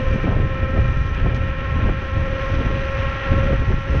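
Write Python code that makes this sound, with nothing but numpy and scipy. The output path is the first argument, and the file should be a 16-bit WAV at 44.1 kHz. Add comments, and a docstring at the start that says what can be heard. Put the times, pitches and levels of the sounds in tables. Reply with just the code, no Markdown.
"""The motor of a small electric vehicle, heard from on board as it slowly gains speed on an asphalt road.
It hums and whines on multiples of the electrical frequency and flutters once per turn of the wheel;
one bump shakes the pitch. Close by, the tyres roar, hiss and flick up a little grit.
The single microphone rides in the open air, and gusts of wind buffet it."""
import sys
import numpy as np
from scipy.fft import rfft, irfft, next_fast_len
from scipy.io import wavfile
from scipy.ndimage import uniform_filter1d, map_coordinates

SR = 44100
rng = np.random.default_rng(int(sys.argv[2]) if len(sys.argv) > 2 else 0)


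def dump_mix(stems):
    """Bounce the given channels to the path in sys.argv[1] as a 16-bit WAV at rate SR."""
    frames = np.atleast_2d(stems).T  # one column per channel
    limited = np.clip(frames, -1, 1)  # hard clip at full scale
    pcm = np.round(limited * 32767).astype(np.int16)
    wavfile.write(sys.argv[1], SR, pcm)


N = 176400

# motor speed: time_s, electrical_hz
MOTOR_SPEED = [(0, 263.3), (.45, 264.1), (.95, 265.8), (1.6, 266.9), (2.25, 267.4), (2.65, 269.3),
               (3.15, 270.3), (4, 271.1)]
# low hum at twice the electrical frequency, before its trim: time_s, level_db
HUM_LEVEL = [(0.0, -28.5), (0.13, -28.5), (0.23, -39), (0.76, -30.5), (0.97, -42), (1.12, -45),
             (1.27, -34.5), (2.01, -38), (2.37, -28.5), (2.62, -32), (2.67, -34.5), (2.72, -30.5),
             (2.9, -29.5), (3.04, -28), (3.14, -37), (3.32, -27), (3.535, -25.5), (3.562, -36.5),
             (3.75, -41.5), (3.95, -30.5), (3.98, -39)]
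# the hum's slowly beating octave: time_s, level_db
OCTAVE_LEVEL = [(0, -36.5), (.34, -44), (.48, -41), (1.55, -44), (1.8, -33.5), (2, -47.5), (2.17, -37),
                (2.32, -44.5), (2.45, -34), (2.58, -42.5), (2.72, -37), (2.87, -42), (3.06, -32),
                (3.2, -42), (3.37, -33.5), (3.55, -47), (3.65, -38.5), (3.78, -44.5), (4, -42)]
# whine partials at mid-scene, before the load gain: multiple, level_db, roughness, slope_db_per_s
WHINE_PARTIALS = [(3, -52.5, 0.9, 2.5), (5, -36.5, 0.65, 0.1), (6, -45, 0.5, 0), (7, -38.5, 0.3, -0.44),
                  (8, -57, 0.6, 4), (9, -44, 0.5, -2), (11, -61.5, 0.9, -5)]
# motor load, heard as the strength of the whine: time_s, gain_db
MOTOR_LOAD = [(0, -4.5), (.2, -2), (.4, -4), (.7, 0), (1.1, -3), (1.85, -1), (2.02, -3), (2.7, -1),
              (3.05, 0), (3.2, 1.5), (3.43, 1.5), (3.55, 0), (3.76, -3.5), (4, -1)]
# colour of the motor's rasp: frequency_hz, gain_db
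RASP_COLOUR = [(500, -37.5), (1200, -12.5), (1800, 9), (2700, 2), (3500, -9.5), (5000, -21), (8000, -75.5)]
# tyres on the asphalt: time_s, roar_db, hiss_db
TYRE_LEVELS = [(0, -33, -54.5), (.45, -35, -59.5), (.8, -34, -56.5), (1, -37, -57), (1.135, -36, -57),
               (1.175, -32.5, -62), (1.22, -34, -58), (1.55, -34.5, -60), (1.85, -32.5, -58),
               (2.05, -34.5, -57), (2.6, -31.5, -52.5), (2.95, -31.5, -53), (3.25, -29.5, -54.5),
               (3.5, -31.5, -54.5), (3.76, -35, -55), (4, -32.5, -54)]
# colour of the tyre roar: frequency_hz, gain_db
ROAR_COLOUR = [(100, 11.5), (300, -2.5), (560, -3.5), (720, -6.5), (950, -0.5), (1180, -2), (1450, 0),
               (1750, 1.5), (2080, -5), (2700, -3.5), (3300, -9.5), (4200, -26), (5100, -33.5),
               (7000, -62.5), (12000, -84)]
# colour of the tyre hiss: frequency_hz, gain_db
HISS_COLOUR = [(2500, -17), (3800, 5.5), (4500, -4.5), (5700, -0.5), (5950, 2.5), (6250, -4.5), (6750, -17),
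               (7600, -34), (8400, -27.5), (9150, -25), (10200, -47), (12500, -72.5)]
# colour of fine sand under the tyres: frequency_hz, gain_db
SAND_COLOUR = [(2000, -26), (4000, 2), (6200, 1.5), (7600, -21), (8400, -11.5), (9200, -8.5), (10200, -32),
               (12500, -61)]
# grit flicked up by a tyre: peak_s, level_db, decay_s
GRIT_TICKS = [(0.81, -53, 0.009), (1.149, -42.5, .004), (1.348, -41.5, .009), (1.364, -44, 0.0039)]
# colour of the grit ticks: frequency_hz, gain_db
TICK_COLOUR = [(1000, -21.5), (2400, 5.5), (4300, -3), (6300, -4), (7600, -29), (9000, -18), (10500, -50),
               (12700, -74)]
# gusts on the microphone: time_s, rumble_db, buffet_db
GUST_LEVELS = [(0.0, -29, -28), (0.05, -20.5, -36), (0.09, -17.5, -31.5), (0.15, -15, -24),
               (0.21, -24.5, -33), (0.25, -15, -22), (0.305, -18.5, -25.5), (0.44, -17, -29),
               (0.51, -23, -33), (0.58, -28.5, -33), (0.63, -15, -26.5), (0.7, -23.5, -32.5),
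               (0.78, -15, -26), (1.0, -18, -36), (1.14, -22.5, -34.5), (1.26, -15.5, -26.5),
               (1.61, -25.5, -36.5), (1.87, -15, -24), (1.99, -25, -35), (2.12, -27, -35),
               (2.14, -17, -26.5), (2.33, -20, -32), (2.41, -29, -36.5), (2.57, -17.5, -26.5),
               (2.76, -21, -28), (2.9, -25, -36.5), (2.98, -19.5, -37.5), (3.24, -28.5, -37.5),
               (3.32, -17, -24), (3.4, -18.5, -25.5), (3.55, -16.5, -23), (3.57, -24, -44),
               (3.6, -16.5, -31), (3.66, -21, -34.5), (3.71, -14.5, -20), (3.77, -19.5, -33),
               (3.83, -28, -39), (3.93, -20, -27.5), (3.98, -13, -23.5)]
# colour of the deep wind rumble: frequency_hz, gain_db
RUMBLE_COLOUR = [(10, -13.5), (22, -1), (36, -1), (55, -2), (70, -0.5), (90, -2), (135, -6.5), (170, -24),
                 (260, -33.5), (700, -110)]
# colour of the buffeting: frequency_hz, gain_db
BUFFET_COLOUR = [(60, -18), (120, 0), (170, 2), (260, -2), (390, -7.5), (480, -11), (620, -14), (1000, -31),
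                 (2000, -45.5), (7000, -120)]
# sharp slaps of wind on the microphone: peak_s, level_db, half_length_s
WIND_SLAPS = [(0.28, -25.5, 0.012), (.325, -28, .018), (0.397, -32, .009), (0.776, -25.5, 0.011),
              (1.266, -22.5, 0.0045), (1.863, -29, 0.0059), (1.893, -23, 0.0051), (3.532, -20.5, 0.0058),
              (3.715, -38, .016), (3.953, -26, 0.004)]
# colour of the slaps: frequency_hz, gain_db
WIND_SLAP_COLOUR = [(100, -6), (250, -5.5), (500, 0.5), (800, -8.5), (1200, -13), (2000, -28), (7000, -120)]

POLE_PAIRS = 15  # electrical cycles per turn of the wheel
FLUTTER_RAD, JITTER_RAD, DRIFT_RAD = 0.175, 0.06, 0.06  # electrical angle: once a turn, fast, slow
BUMP_S, BUMP_HALF_LENGTH_S, BUMP_RAD, BUMP_HZ = 1.175, 0.063, 0.55, 10
HUM_TRIM_DB, HUM_THROB, HUM_ROUGHNESS = -0.5, 0.15, 0.2
SIDE_TONE_DB = -51.5  # before the load gain
RASP_DB, RASP_DEPTH = -7, 0.8  # against the roar; how deeply each magnetic pull gates it
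SAND_DB, SAND_CLUMP_DB = -9, 12.5  # against the hiss; how unevenly it comes
GRIT_RISE_S = 0.003
TOP_HZ = 12700


def rotation():
    """The motor turns the wheel: wheel angle, steady electrical angle and its flutter, in radians."""
    electrical_hz, = curves(MOTOR_SPEED)
    steady = 2 * np.pi * np.cumsum(electrical_hz) / SR
    wheel = steady / POLE_PAIRS + 0.11 * wobble(2.1)
    swing = FLUTTER_RAD * (1 + 0.18 * wobble(10)) * np.sin(wheel)  # varies from turn to turn
    shake = JITTER_RAD * wobble(70) + DRIFT_RAD * wobble(20)
    from_bump_s = np.arange(N) / SR - BUMP_S
    jolt = BUMP_RAD * pulse(BUMP_S, BUMP_HALF_LENGTH_S) * np.cos(2 * np.pi * BUMP_HZ * from_bump_s)
    return wheel, steady, swing + shake + jolt


def motor_hum(wheel, steady, flutter):
    """The magnets pull twice per electrical cycle, giving a low hum and its octave."""
    hum_db, = curves(HUM_LEVEL)
    octave_db, = curves(OCTAVE_LEVEL)
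    throb = 1 + HUM_THROB * np.sin(wheel) + HUM_ROUGHNESS * (wobble(150) + 1j * wobble(150))
    low = throb * np.exp(2j * (steady + 1.6 * flutter))
    octave = (1 + 0.27 * wobble(40)) * np.sin(4 * (steady + 0.89 * flutter))
    return amp(hum_db + HUM_TRIM_DB) * unit(low.real) + amp(octave_db) * unit(octave)


def motor_whine(wheel, angle):
    """Higher multiples swell with the load, each shaken by the road in its own way."""
    load_db, = curves(MOTOR_LOAD)
    from_middle_s = (np.arange(N) - N / 2) / SR
    side_tone = unit(np.sin(3 * angle + wheel))  # one wheel rate above the third multiple
    whine = amp(SIDE_TONE_DB + load_db) * side_tone
    for multiple, level_db, roughness, slope_db_per_s in WHINE_PARTIALS:
        # a complex shake moves both level and phase
        shake = unit(0.19 * wobble(22) + 1j * wobble(12) + 1.3 * (wobble(90) + 1j * wobble(90)))
        phase = multiple * angle + rng.uniform(0, 2 * np.pi)
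        partial = (1 + roughness * shake) * np.exp(1j * phase)
        whine += amp(level_db + load_db + slope_db_per_s * from_middle_s) * unit(partial.real)
    return whine


def rolling(wheel, angle):
    """Tyres roar, hiss and crackle over sandy, coarse asphalt; the motor's pull gates a rasp."""
    roar_db, hiss_db = curves(TYRE_LEVELS)
    texture_db = 0.81 * wobble(16) + 1.7 * wobble(350) + 0.76 * np.sin(wheel)
    roar = unit(noise(ROAR_COLOUR) * amp(texture_db))
    hiss = unit(noise(HISS_COLOUR) * amp(texture_db))
    grains = noise(SAND_COLOUR)
    clumps_db = SAND_CLUMP_DB * np.tanh(0.36 * wobble(30) + wobble(300))
    sand = unit(grains * amp(clumps_db))
    pull = 1 + RASP_DEPTH * np.cos(2 * angle) + 0.5 * np.cos(angle)
    rasp = unit(noise(RASP_COLOUR) * pull)
    return amp(roar_db) * (roar + amp(RASP_DB) * rasp) + amp(hiss_db) * (hiss + amp(SAND_DB) * sand)


def grit():
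    """A tyre flicks up grit near the microphone: short scratchy ticks, each with a soft start."""
    t = np.arange(N) / SR
    envelope = np.zeros(N)
    for peak_s, level_db, decay_s in GRIT_TICKS:
        rise = np.exp(-(np.minimum(t - peak_s, 0) / GRIT_RISE_S) ** 2)
        decay = np.exp(-np.maximum(t - peak_s, 0) / decay_s)
        envelope += amp(level_db) * rise * decay
    return envelope * noise(TICK_COLOUR)


def wind():
    """Gusts strike the microphone: deep rumble, ragged buffeting and a few slaps that reach higher."""
    rumble_db, buffet_db = curves(GUST_LEVELS)
    rumble = amp(rumble_db) * unit(eddies(RUMBLE_COLOUR, window_samples=4200) * amp(1.43 * wobble(30)))
    buffet = amp(buffet_db) * unit(eddies(BUFFET_COLOUR, window_samples=2600) * amp(3.1 * wobble(110)))
    slaps = sum(amp(db) * pulse(peak_s, half_length_s) for peak_s, db, half_length_s in WIND_SLAPS)
    return rumble + buffet + slaps * eddies(WIND_SLAP_COLOUR, window_samples=600)


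def eddies(colour, window_samples):
    """Low noise with its own swells evened out, so that the gusts set its level."""
    air = noise(colour)
    local_power = np.abs(uniform_filter1d(air * air, window_samples))
    return unit(air / np.sqrt(local_power + 0.04))


def amp(db):
    """Decibels to gain."""
    return 10 ** (np.asarray(db) / 20)


def unit(x):
    """Scale to rms 1."""
    return x / np.sqrt(np.mean(np.abs(x) ** 2) + 1e-20)


def curves(rows):
    """One value per sample for each column after the time."""
    time_s, *columns = np.transpose(rows)
    return [np.interp(np.arange(N) / SR, time_s, column) for column in columns]


def pulse(peak_s, half_length_s):
    """A bell-shaped swell of height 1."""
    return np.exp(-((np.arange(N) / SR - peak_s) / half_length_s) ** 2 / 2)


def wobble(rate_hz):
    """A smooth random curve with rate_hz knots a second."""
    return map_coordinates(rng.standard_normal(4096), [np.arange(N) * rate_hz / SR + 2], mode="wrap")


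def filtered(x, response):
    """Filter x by a gain given as a function of frequency."""
    size = next_fast_len(N + 8192)
    return irfft(rfft(x, size) * response(np.fft.rfftfreq(size, 1 / SR)), size)[:N]


def noise(colour):
    """Noise of rms 1, shaped by a colour table along a log frequency axis."""
    frequency_hz, gain_db = np.transpose(colour)
    white = rng.standard_normal(N)
    return unit(filtered(white, lambda hz: amp(np.interp(np.log1p(hz), np.log1p(frequency_hz), gain_db))))


def scene():
    """On board in the open air, with every source close to the microphone."""
    wheel, steady, flutter = rotation()
    angle = steady + flutter
    motor = motor_hum(wheel, steady, flutter) + motor_whine(wheel, angle)
    return (motor + rolling(wheel, angle) + grit() + wind())[None]


def record(dry):
    """One channel, with nothing kept above the recorder's band limit."""
    return filtered(dry[0], lambda hz: hz < TOP_HZ)[None]


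dry = scene()
out = record(dry)
dump_mix(out)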